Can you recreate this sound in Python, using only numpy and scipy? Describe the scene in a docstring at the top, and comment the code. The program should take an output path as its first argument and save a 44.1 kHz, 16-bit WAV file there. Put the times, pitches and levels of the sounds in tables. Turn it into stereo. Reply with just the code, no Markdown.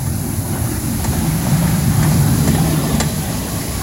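"""A deep rumble and a hollow boom swell as a steam locomotive coasts past a station platform.
Bulk, rolling roar and steam are shaped noise; low throbs are short sine swells in the bass.
The coupling rods knock with a chattering crack, a short body and a ring of decaying steel modes.
Dull clanks, random rattles and small pitched clinks come from the running gear and loose fittings.
Two close microphones hear it with moving time lags and with sound scattered to both sides."""
import sys
import numpy as np
from scipy import signal
from scipy.fft import rfft, irfft, next_fast_len
from scipy.io import wavfile
from scipy.ndimage import uniform_filter1d, map_coordinates

SR = 44100
rng = np.random.default_rng(int(sys.argv[2]) if len(sys.argv) > 2 else 0)


def log_audio(samples):
    """Write samples as a 16-bit WAV file to the path given in sys.argv[1]."""
    # one column per channel
    frames = np.atleast_2d(samples).T
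    # limit to full scale, then quantise
    limited = np.clip(frames, -1, 1)
    pcm = np.round(limited * 32767).astype(np.int16)
    wavfile.write(sys.argv[1], SR, pcm)


N = 168462  # samples, about 3.82 s

# Loudness of the bulk: deep rumble, thrum above it, hollow boom and frame drone.
# Each row: time in seconds, level in dB.
RUMBLE_LEVEL = [(0, -34), (.7, -31.5), (1.05, -22), (1.35, -29.5), (1.9, -25), (2.3, -24.5), (2.9, -26.5),
                (3.3, -27.5), (3.82, -29)]
THRUM_LEVEL = [(0, -22.5), (.4, -23.5), (1.1, -26), (1.6, -25.5), (1.9, -20.5), (2.2, -19.5), (2.8, -27),
               (3.82, -29)]
BOOM_LEVEL = [(0, -31.5), (.3, -27), (.7, -31), (1.05, -26.5), (1.35, -20), (1.65, -17), (2.12, -15),
              (2.45, -19.5), (2.72, -16.5), (3.05, -22.5), (3.82, -31)]
DRONE_LEVEL = [(0, -35), (.25, -28.5), (1.1, -27.5), (1.9, -24.5), (2.45, -24.5), (2.8, -23.5), (3.1, -25),
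               (3.4, -28.5), (3.82, -26.5)]
# Loudness of the narrow hum. Each row: time in seconds, level in dB before a fixed trim.
HUM_LEVEL = [(0, -34.5), (.55, -34.5), (1.0, -31.5), (1.9, -38.5), (2.4, -22.5), (2.7, -38), (2.95, -26),
             (3.2, -40.5), (3.82, -36.5)]
# Tone of the bulk layers. Each row: frequency in Hz, relative density in dB per Hz.
RUMBLE_SPECTRUM = [(15, -55), (24, -30), (32, -18), (42, -4), (54, 2.5), (64, 7.5), (78, 3), (100, 1),
                   (150, -38)]
THRUM_SPECTRUM = [(25, -65), (50, -17), (72, -9), (92, 1), (115, 0.5), (135, -1.5), (160, -14.5),
                  (220, -31), (500, -64)]
BOOM_SPECTRUM = [(40, -65), (100, -22), (125, -9.5), (142, -0.5), (160, 1), (178, -2), (200, -9),
                 (260, -20.5), (400, -78), (800, -75)]
DRONE_SPECTRUM = [(40, -60), (150, -16), (205, -0.5), (240, 0), (275, 2), (305, -2.5), (345, -3.5),
                  (410, -11.5), (480, -37), (600, -29), (1500, -75)]
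# The boom bends as the cylinders go by; only the ratio to the mean pitch counts.
# Each row: time in seconds, pitch in Hz.
BOOM_PITCH = [(0, 152), (1.6, 160), (2.0, 145), (2.3, 140), (2.65, 155), (3.82, 160)]
HUM_HZ, HUM_HALF_WIDTH_HZ = 222.7, 6.1
# Heavy throbs of the engine's mass. Each row: time of the crest in seconds, level in dB, pitch in Hz.
THROBS = [(0.055, -22, 138), (.101, -21.5, 86), (.302, -18, 105), (.533, -22.5, 144), (.646, -21, 118),
          (1.088, -16.5, 121), (1.19, -17, 81), (1.291, -15, 156), (1.533, -12.5, 149), (1.663, -13, 165),
          (1.877, -18, 227), (1.987, -24, 85), (2.194, -13, 146.6), (2.318, -15, 131), (2.5, -15.5, 145),
          (2.611, -16.5, 155), (2.943, -17.5, 73), (3.071, -17, 148), (3.196, -24, 156), (3.371, -23, 253),
          (3.565, -23.5, 160)]
THROB_RISE_S, THROB_FALL_S = 0.011, 0.016  # Gaussian spreads

# Rolling roar, which also sets the rattles and clinks. 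Each row: time in seconds, level in dB.
ROLL_LEVEL = [(0, -30.5), (.42, -29.5), (.56, -25.5), (.7, -27.5), (.9, -29.5), (1.15, -26), (1.45, -25.5),
              (1.63, -22.5), (1.82, -26.5), (2.05, -23.5), (2.35, -25), (2.6, -22.5), (2.95, -23),
              (3.13, -27.5), (3.3, -23.5), (3.5, -26.5), (3.82, -25.5)]
# Tone of the rolling roar. Each row: frequency in Hz, relative density in dB per Hz.
ROLL_SPECTRUM = [(30, -45), (200, -6), (380, -3), (470, -7), (550, 0.5), (650, 0.5), (800, 2), (950, -2.5),
                 (1100, -6), (1400, -5), (1900, -9), (2600, -12), (4000, -14), (8000, -55)]
# Loudness of the ringing wheels. Each row: time in seconds, level in dB before its wobble.
RING_LEVEL = [(0, -64), (1.0, -49), (1.7, -42), (2.3, -30.5), (2.9, -29), (3.3, -33), (3.82, -32)]
# Resonances of the wheels. Each row: frequency in Hz, width at half amplitude in Hz, relative level in dB.
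WHEEL_MODES = [(445, 70, 2), (1049, 60, 0), (651, 30, 1), (1145, 50, -1), (1590, 90, -7), (1780, 90, -3),
               (1975, 70, -4), (3102, 35, -9), (3360, 60, -12), (3575, 40, -11), (3747, 35, -9),
               (4021, 24, -4), (4650, 400, -13), (7466, 120, -10)]
RING_PATCHY_DB = 3.5
RATTLES_PER_S, RATTLE_DB = 22, -8  # dB of the loudest rattles, relative to the roll level

# Rod knocks. Each row: time in seconds, then body, crack and ring levels in dB;
# body and ring are before fixed trims.
KNOCKS = [(.065, -33, -30, -30), (1.041, -25, -19, -26), (1.493, -37, -26, -37), (1.673, -26, -34, -40),
          (2.027, -16, -17, -25), (2.476, -18.5, -20.5, -23.5), (2.544, -22.5, -26, -30),
          (2.95, -34, -23, -30), (3.0, -12.5, -10.5, -12), (3.31, -32, -31, -31), (3.609, -29, -27, -30)]
# Contacts within one knock. Each row: delay in seconds, level in dB relative to the knock.
CHATTER = [(0, 0), (.0035, -1), (.0095, -10), (.021, -15)]
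# Ringing modes of the rods. Each row: frequency in Hz, relative level in dB, 60 dB decay in seconds.
STEEL_MODES = [(445, -0.5, 0.12), (563, 1, 0.12), (880, 6, 0.084), (1178, 8, 0.12), (1737, 8, .08),
               (1760, -5, .07), (1970, -1, 0.13), (2660, -9, 0.072), (3370, -6, 0.17), (4053, 3.5, 0.12),
               (5230, 2, .06), (6370, -6, .06), (7280, 7, .12)]
# Tone of the knock's body and crack. Each row: frequency in Hz, relative density in dB per Hz.
KNOCK_BODY = [(250, -18), (600, 4.5), (1100, -10.5), (1800, 11), (2600, -2.5), (4000, -8), (8000, -20),
              (12000, -55)]
KNOCK_CRACK = [(1500, -54), (3000, -6.5), (4000, 4.5), (5200, 4), (7500, 9), (9000, -2), (11000, 3),
               (12500, -14), (14000, -45)]
# Lighter, duller clanks of the gear. Each row: time in seconds, level in dB before a fixed trim.
CLANKS = [(.236, -28), (.524, -25), (.555, -22.5), (.996, -24.5), (1.046, -20.5), (1.13, -23), (1.241, -25),
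          (1.467, -19.5), (1.624, -19), (2.046, -19), (2.116, -22), (2.475, -15.5), (2.548, -20),
          (3.005, -16)]
# Tone of the clanks and rattles. Each row: frequency in Hz, relative density in dB per Hz.
CLANK_BODY = [(250, -1), (550, 10), (850, 12.5), (1300, -5), (2000, -22), (3000, -14), (6000, -44),
              (11000, -36)]
ATTACK_S, BODY_T60_S, CRACK_T60_S, CLANK_T60_S = 0.001, 0.11, 0.041, 0.054
CLINK_HZ, CLINK_SPREAD_OCT, CLINK_T60_S = 1499, .6, 0.093
CLINK_DB = -3.5  # loudest clinks, relative to the roll level

# Loudness of the steam rush and the fine hiss. Each row: time in seconds, level in dB before its wobble.
STEAM_LEVEL = [(0, -36), (.6, -35), (.8, -33.5), (1.4, -31.5), (2.2, -29), (2.9, -31.5), (3.2, -30.5),
               (3.82, -30)]
HISS_LEVEL = [(0, -27.5), (.7, -25.5), (1.6, -25.5), (2.4, -24), (3.1, -27), (3.82, -26.5)]
# Tone of the steam rush and the hiss. 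Each row: frequency in Hz, relative density in dB per Hz.
STEAM_SPECTRUM = [(30, -45), (1000, -11), (2000, 3.5), (2700, -1.5), (3300, -6), (4000, 3.5), (4800, 5),
                  (6000, 3.5), (7000, 5.5), (8000, 2), (9000, -42), (11000, -45)]
HISS_SPECTRUM = [(4000, -66), (6000, -6.5), (7200, -5.5), (8300, 3.5), (9700, 3.5), (11500, 2.5),
                 (13500, 0.5), (15700, -4.5)]
# Drift of the steam rush. Each row: time in seconds, left minus right in dB.
STEAM_BALANCE = [(0, -3), (1.5, -3), (2.5, -3), (3.82, 0)]
HISS_LAG_MS, HISS_TURN_RAD = .2105, 1.85  # lag of the left side, constant phase between the sides

# Left-right likeness of sound scattered by the platform. Each row: frequency in Hz, coherence from 0 to 1.
ALIKE = [(60, 0.97), (200, 0.93), (350, 0.92), (600, 0.21), (1000, 0.44), (2000, 0.023), (6000, 0.022)]
# Bearing of the running gear. Each row: time in seconds, lag of the left microphone in milliseconds.
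BEARING = [(0, -0.16), (.7, -0.15), (1.2, 0.045), (1.7, 0.0058), (2.15, 0.14), (2.6, 0.32), (3.1, 0.31),
           (3.82, 0.33)]
TOP_HZ = 15850


def bulk():
    """Boiler, frame and track bed: noise bands for rumble, thrum, boom, drone and a narrow hum."""
    rumble = amp(curve(RUMBLE_LEVEL)) * scattered(RUMBLE_SPECTRUM) * amp([[.8], [-.8]])
    thrum = amp(curve(THRUM_LEVEL)) * scattered(THRUM_SPECTRUM) * amp([[.6], [-.6]])
    boom = amp(curve(BOOM_LEVEL)) * booming()
    drone = amp(curve(DRONE_LEVEL)) * scattered(DRONE_SPECTRUM, patchy_db=2.5)
    resonance = lambda hz: 1 / (1 + ((hz - HUM_HZ) / HUM_HALF_WIDTH_HZ) ** 4)
    band = unit(filtered(rng.standard_normal(N), resonance))
    hum = amp(curve(HUM_LEVEL) + 2.5) * passing(band)
    return rumble + thrum + boom + drone + hum


def booming():
    """A dense, evened-out roar of rms 1, its pitch bent by a varying playback speed."""
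    roar = signal.hilbert(scattered(BOOM_SPECTRUM), next_fast_len(N))[:, :N]
    envelope = np.abs(roar).mean(axis=0)
    even = roar.real / np.sqrt(envelope + .5)
    pitch = curve(BOOM_PITCH)
    position = np.cumsum(pitch / pitch.mean())
    return unit(np.array([np.interp(position, np.arange(N), side) for side in even]))


def throbs():
    """Short sine swells in the bass as the weight bears on the track."""
    t = np.arange(-SR // 8, SR // 8) / SR
    out = np.zeros(N + SR)
    spread = np.where(t < 0, THROB_RISE_S, THROB_FALL_S)
    swell = np.exp(-.5 * (t / spread) ** 2)
    for crest, db, hz in THROBS:
        tone = np.sin(2 * np.pi * (hz * t + rng.random()))
        out[round(crest * SR):][:len(t)] += np.sqrt(2) * amp(db) * swell * tone
    return passing(out[len(t) // 2:][:N])  # puts the crests at their listed times


def wheels():
    """Rolling roar, direct and scattered, with ringing wheel discs and loose parts rattling at random."""
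    unevenness_db = .6 * wobble(30)
    roar = amp(-6) * passing(noise(ROLL_SPECTRUM)) + amp(-7.0) * scattered(ROLL_SPECTRUM, patchy_db=4.0)
    rolling = amp(curve(ROLL_LEVEL)) * (amp(unevenness_db) * roar + rattling())
    return wheel_ring() + rolling


def rattling():
    """Noise bursts of loose parts at jittered times and random strengths."""
    chance = rng.random((300, 3))
    times = (np.arange(len(chance)) + 2 * chance[:, 0]) / RATTLES_PER_S
    heard = times < N / SR
    levels_db = RATTLE_DB - 12 * chance[heard, 1]
    return blows(times[heard], levels_db, t60=0.083) * passing(noise(CLANK_BODY))


def wheel_ring():
    """Wheel discs ringing as they roll: patchy noise through a bank of resonances."""
    discs = lambda hz: sum(amp(db) / (1 + ((hz - c) / (w / 2)) ** 2) for c, w, db in WHEEL_MODES)
    excitation = np.vstack([patchy(RING_PATCHY_DB)[0], patchy(RING_PATCHY_DB)])
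    rung = filtered(excitation, discs)
    direct, around = passing(rung[0]), rung[1:]
    return amp(curve(RING_LEVEL) + 1.2 * wobble(6.26)) * unit(direct + amp(0.5) * around)


def rods():
    """Play in the rod bearings: each knock is a chattering crack, a short body and a ring of steel."""
    times, body_db, crack_db, ring_db = np.transpose(KNOCKS)
    thud = unit(passing(noise(KNOCK_BODY)) + amp(6.5) * scattered(KNOCK_BODY))
    body = chattering(times, body_db - 4.0, BODY_T60_S) * thud
    snap = scattered(KNOCK_CRACK, patchy_db=5) * amp([[-.8], [.8]])
    crack = chattering(times, crack_db, CRACK_T60_S) * snap
    return body + crack + passing(steel_ring(times, ring_db))


def steel_ring(times, levels_db):
    """Struck steel as decaying sine modes, slightly rebalanced at each knock."""
    ring = np.zeros(N + SR)
    t = np.arange(SR // 3) / SR
    attack = 1 - np.exp(-t / ATTACK_S)
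    for s, level_db in zip(times, levels_db):
        modes = np.zeros(len(t))
        for hz, db, t60 in STEEL_MODES:
            decay = amp(db + rng.normal(0, 0.88) - 60 * t / t60)
            modes += decay * np.sin(2 * np.pi * (hz * t + rng.random()))
        ring[round(s * SR):][:len(t)] += amp(level_db - 9.5) * modes * attack
    return ring[:N]


def gear():
    """Dull, short clanks of links and wheels: noise bursts, direct and scattered."""
    times, db = np.transpose(CLANKS)
    clank = unit(passing(noise(CLANK_BODY)) + amp(-3.5) * scattered(CLANK_BODY))
    return blows(times, db + 2.0, CLANK_T60_S) * clank


def clinks(count=170):
    """Loose fittings ring briefly at random, each at its own pitch, louder as the wheels roar."""
    t = np.arange(SR // 8) / SR
    out = np.zeros((2, N + SR))
    fade = amp(-60 * t / CLINK_T60_S) * (1 - np.exp(-t / ATTACK_S))
    for (when, size, *phase), octave in zip(rng.random((count, 4)), rng.standard_normal(count)):
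        hz = CLINK_HZ * 2 ** (CLINK_SPREAD_OCT * octave)
        tone = np.sin(2 * np.pi * np.add.outer(phase, hz * t))  # separate phase on each side
        out[:, int(when * N):][:, :len(t)] += amp(CLINK_DB - 10 * size) * fade * tone
    return amp(curve(ROLL_LEVEL)) * out[:, :N]


def steam():
    """Steam as a broad noise rush and a fine hiss that reaches the two microphones out of step."""
    sides = amp(np.outer([.5, -.5], curve(STEAM_BALANCE)))
    rush_level = amp(curve(STEAM_LEVEL) + 0.81 * wobble(14))
    rush = sides * rush_level * scattered(STEAM_SPECTRUM, patchy_db=.8)
    lead = lambda hz: np.pi * hz * HISS_LAG_MS / 1000 - HISS_TURN_RAD / 2  # half the phase gap
    jet = filtered(noise(HISS_SPECTRUM), lambda hz: np.exp(1j * np.outer([-1, 1], lead(hz))))
    return rush + amp(curve(HISS_LEVEL) + 0.32 * wobble(14)) * jet


def passing(x):
    """A mono source heard from the moving bearing of the running gear, as a lag between the sides."""
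    half = curve(BEARING) * SR / 2000  # half the lag, in samples
    return np.array([map_coordinates(x, [np.arange(N) + sign * half], order=3) for sign in (-1, 1)])


def scattered(spectrum, patchy_db=0):
    """Stereo noise of rms 1 from all sides: a mid and side mix sets the coherence per frequency."""
    turn = lambda hz: np.arccos(np.clip(along(ALIKE, hz), -1, 1)) / 2
    shape = lambda hz: amp(along(spectrum, hz)) * [np.cos(turn(hz)), np.sin(turn(hz))]
    mid, side = filtered(patchy(patchy_db), shape)
    return unit(np.array([mid + side, mid - side]))


def patchy(patchy_db):
    """Two white noises sharing patches of random gain in time and frequency."""
    z = signal.stft(rng.standard_normal((2, N)), nperseg=1024)[2]
    field = rng.standard_normal(z.shape[1:])
    field = uniform_filter1d(field, size=4, axis=0)  # across frequency
    field = uniform_filter1d(field, size=10, axis=1)  # across time
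    return signal.istft(z * amp(patchy_db * unit(field)), nperseg=1024)[1][:, :N]


def noise(spectrum):
    """Mono noise of rms 1 with the given spectrum."""
    return unit(filtered(rng.standard_normal(N), lambda hz: amp(along(spectrum, hz))))


def chattering(times, db, t60):
    """Envelope of knocks that each make a few quick contacts."""
    delay, relative_db = np.transpose(CHATTER)
    contacts = np.add.outer(times, delay).ravel()
    return blows(contacts, np.add.outer(db, relative_db).ravel(), t60)


def blows(times, levels_db, t60):
    """Envelope of blows with quick attack and exponential decay; overlaps add in power."""
    t = np.arange(SR // 3) / SR
    shape = (1 - np.exp(-t / ATTACK_S)) * amp(-60 * t / t60)
    power = np.zeros(N + SR)
    for s, db in zip(times, levels_db):
        power[max(0, round(s * SR)):][:len(t)] += (amp(db) * shape) ** 2
    return np.sqrt(power[:N])


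def filtered(x, response):
    """Filter x by a real or complex response of frequency."""
    m = next_fast_len(N + 8192)
    return irfft(rfft(x, m) * response(np.fft.rfftfreq(m, 1 / SR)), m)[..., :N]


def wobble(rate):
    """A smooth random curve with rate knots a second."""
    return map_coordinates(rng.standard_normal(2000), [np.arange(N) * rate / SR], mode="wrap")


def curve(rows):
    """One value per sample, in straight lines between (seconds, value) rows."""
    return np.interp(np.arange(N) / SR, *np.transpose(rows))


def along(points, hz):
    """Interpolate (Hz, value) points on a log frequency axis."""
    f, v = np.transpose(points)
    return np.interp(np.log(hz + 1), np.log(f + 1), v)


def unit(x):
    """Scale to rms 1."""
    return x / np.sqrt(np.mean(x ** 2) + 1e-20)


def amp(db):
    """Decibels to amplitude."""
    return 10 ** (np.asarray(db) / 20)


def scene():
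    """The passing engine: bulk, throbs, wheels, rods, gear and clinks over the steam."""
    return bulk() + throbs() + wheels() + rods() + gear() + clinks() + steam()


def record(dry):
    """Soft saturation rounds off the highest peaks; then all above the band limit is removed."""
    rounded = dry / (1 + np.abs(dry / .95) ** 8) ** (1 / 8)
    return filtered(rounded, lambda hz: hz < TOP_HZ)


dry = scene()
out = record(dry)
log_audio(out)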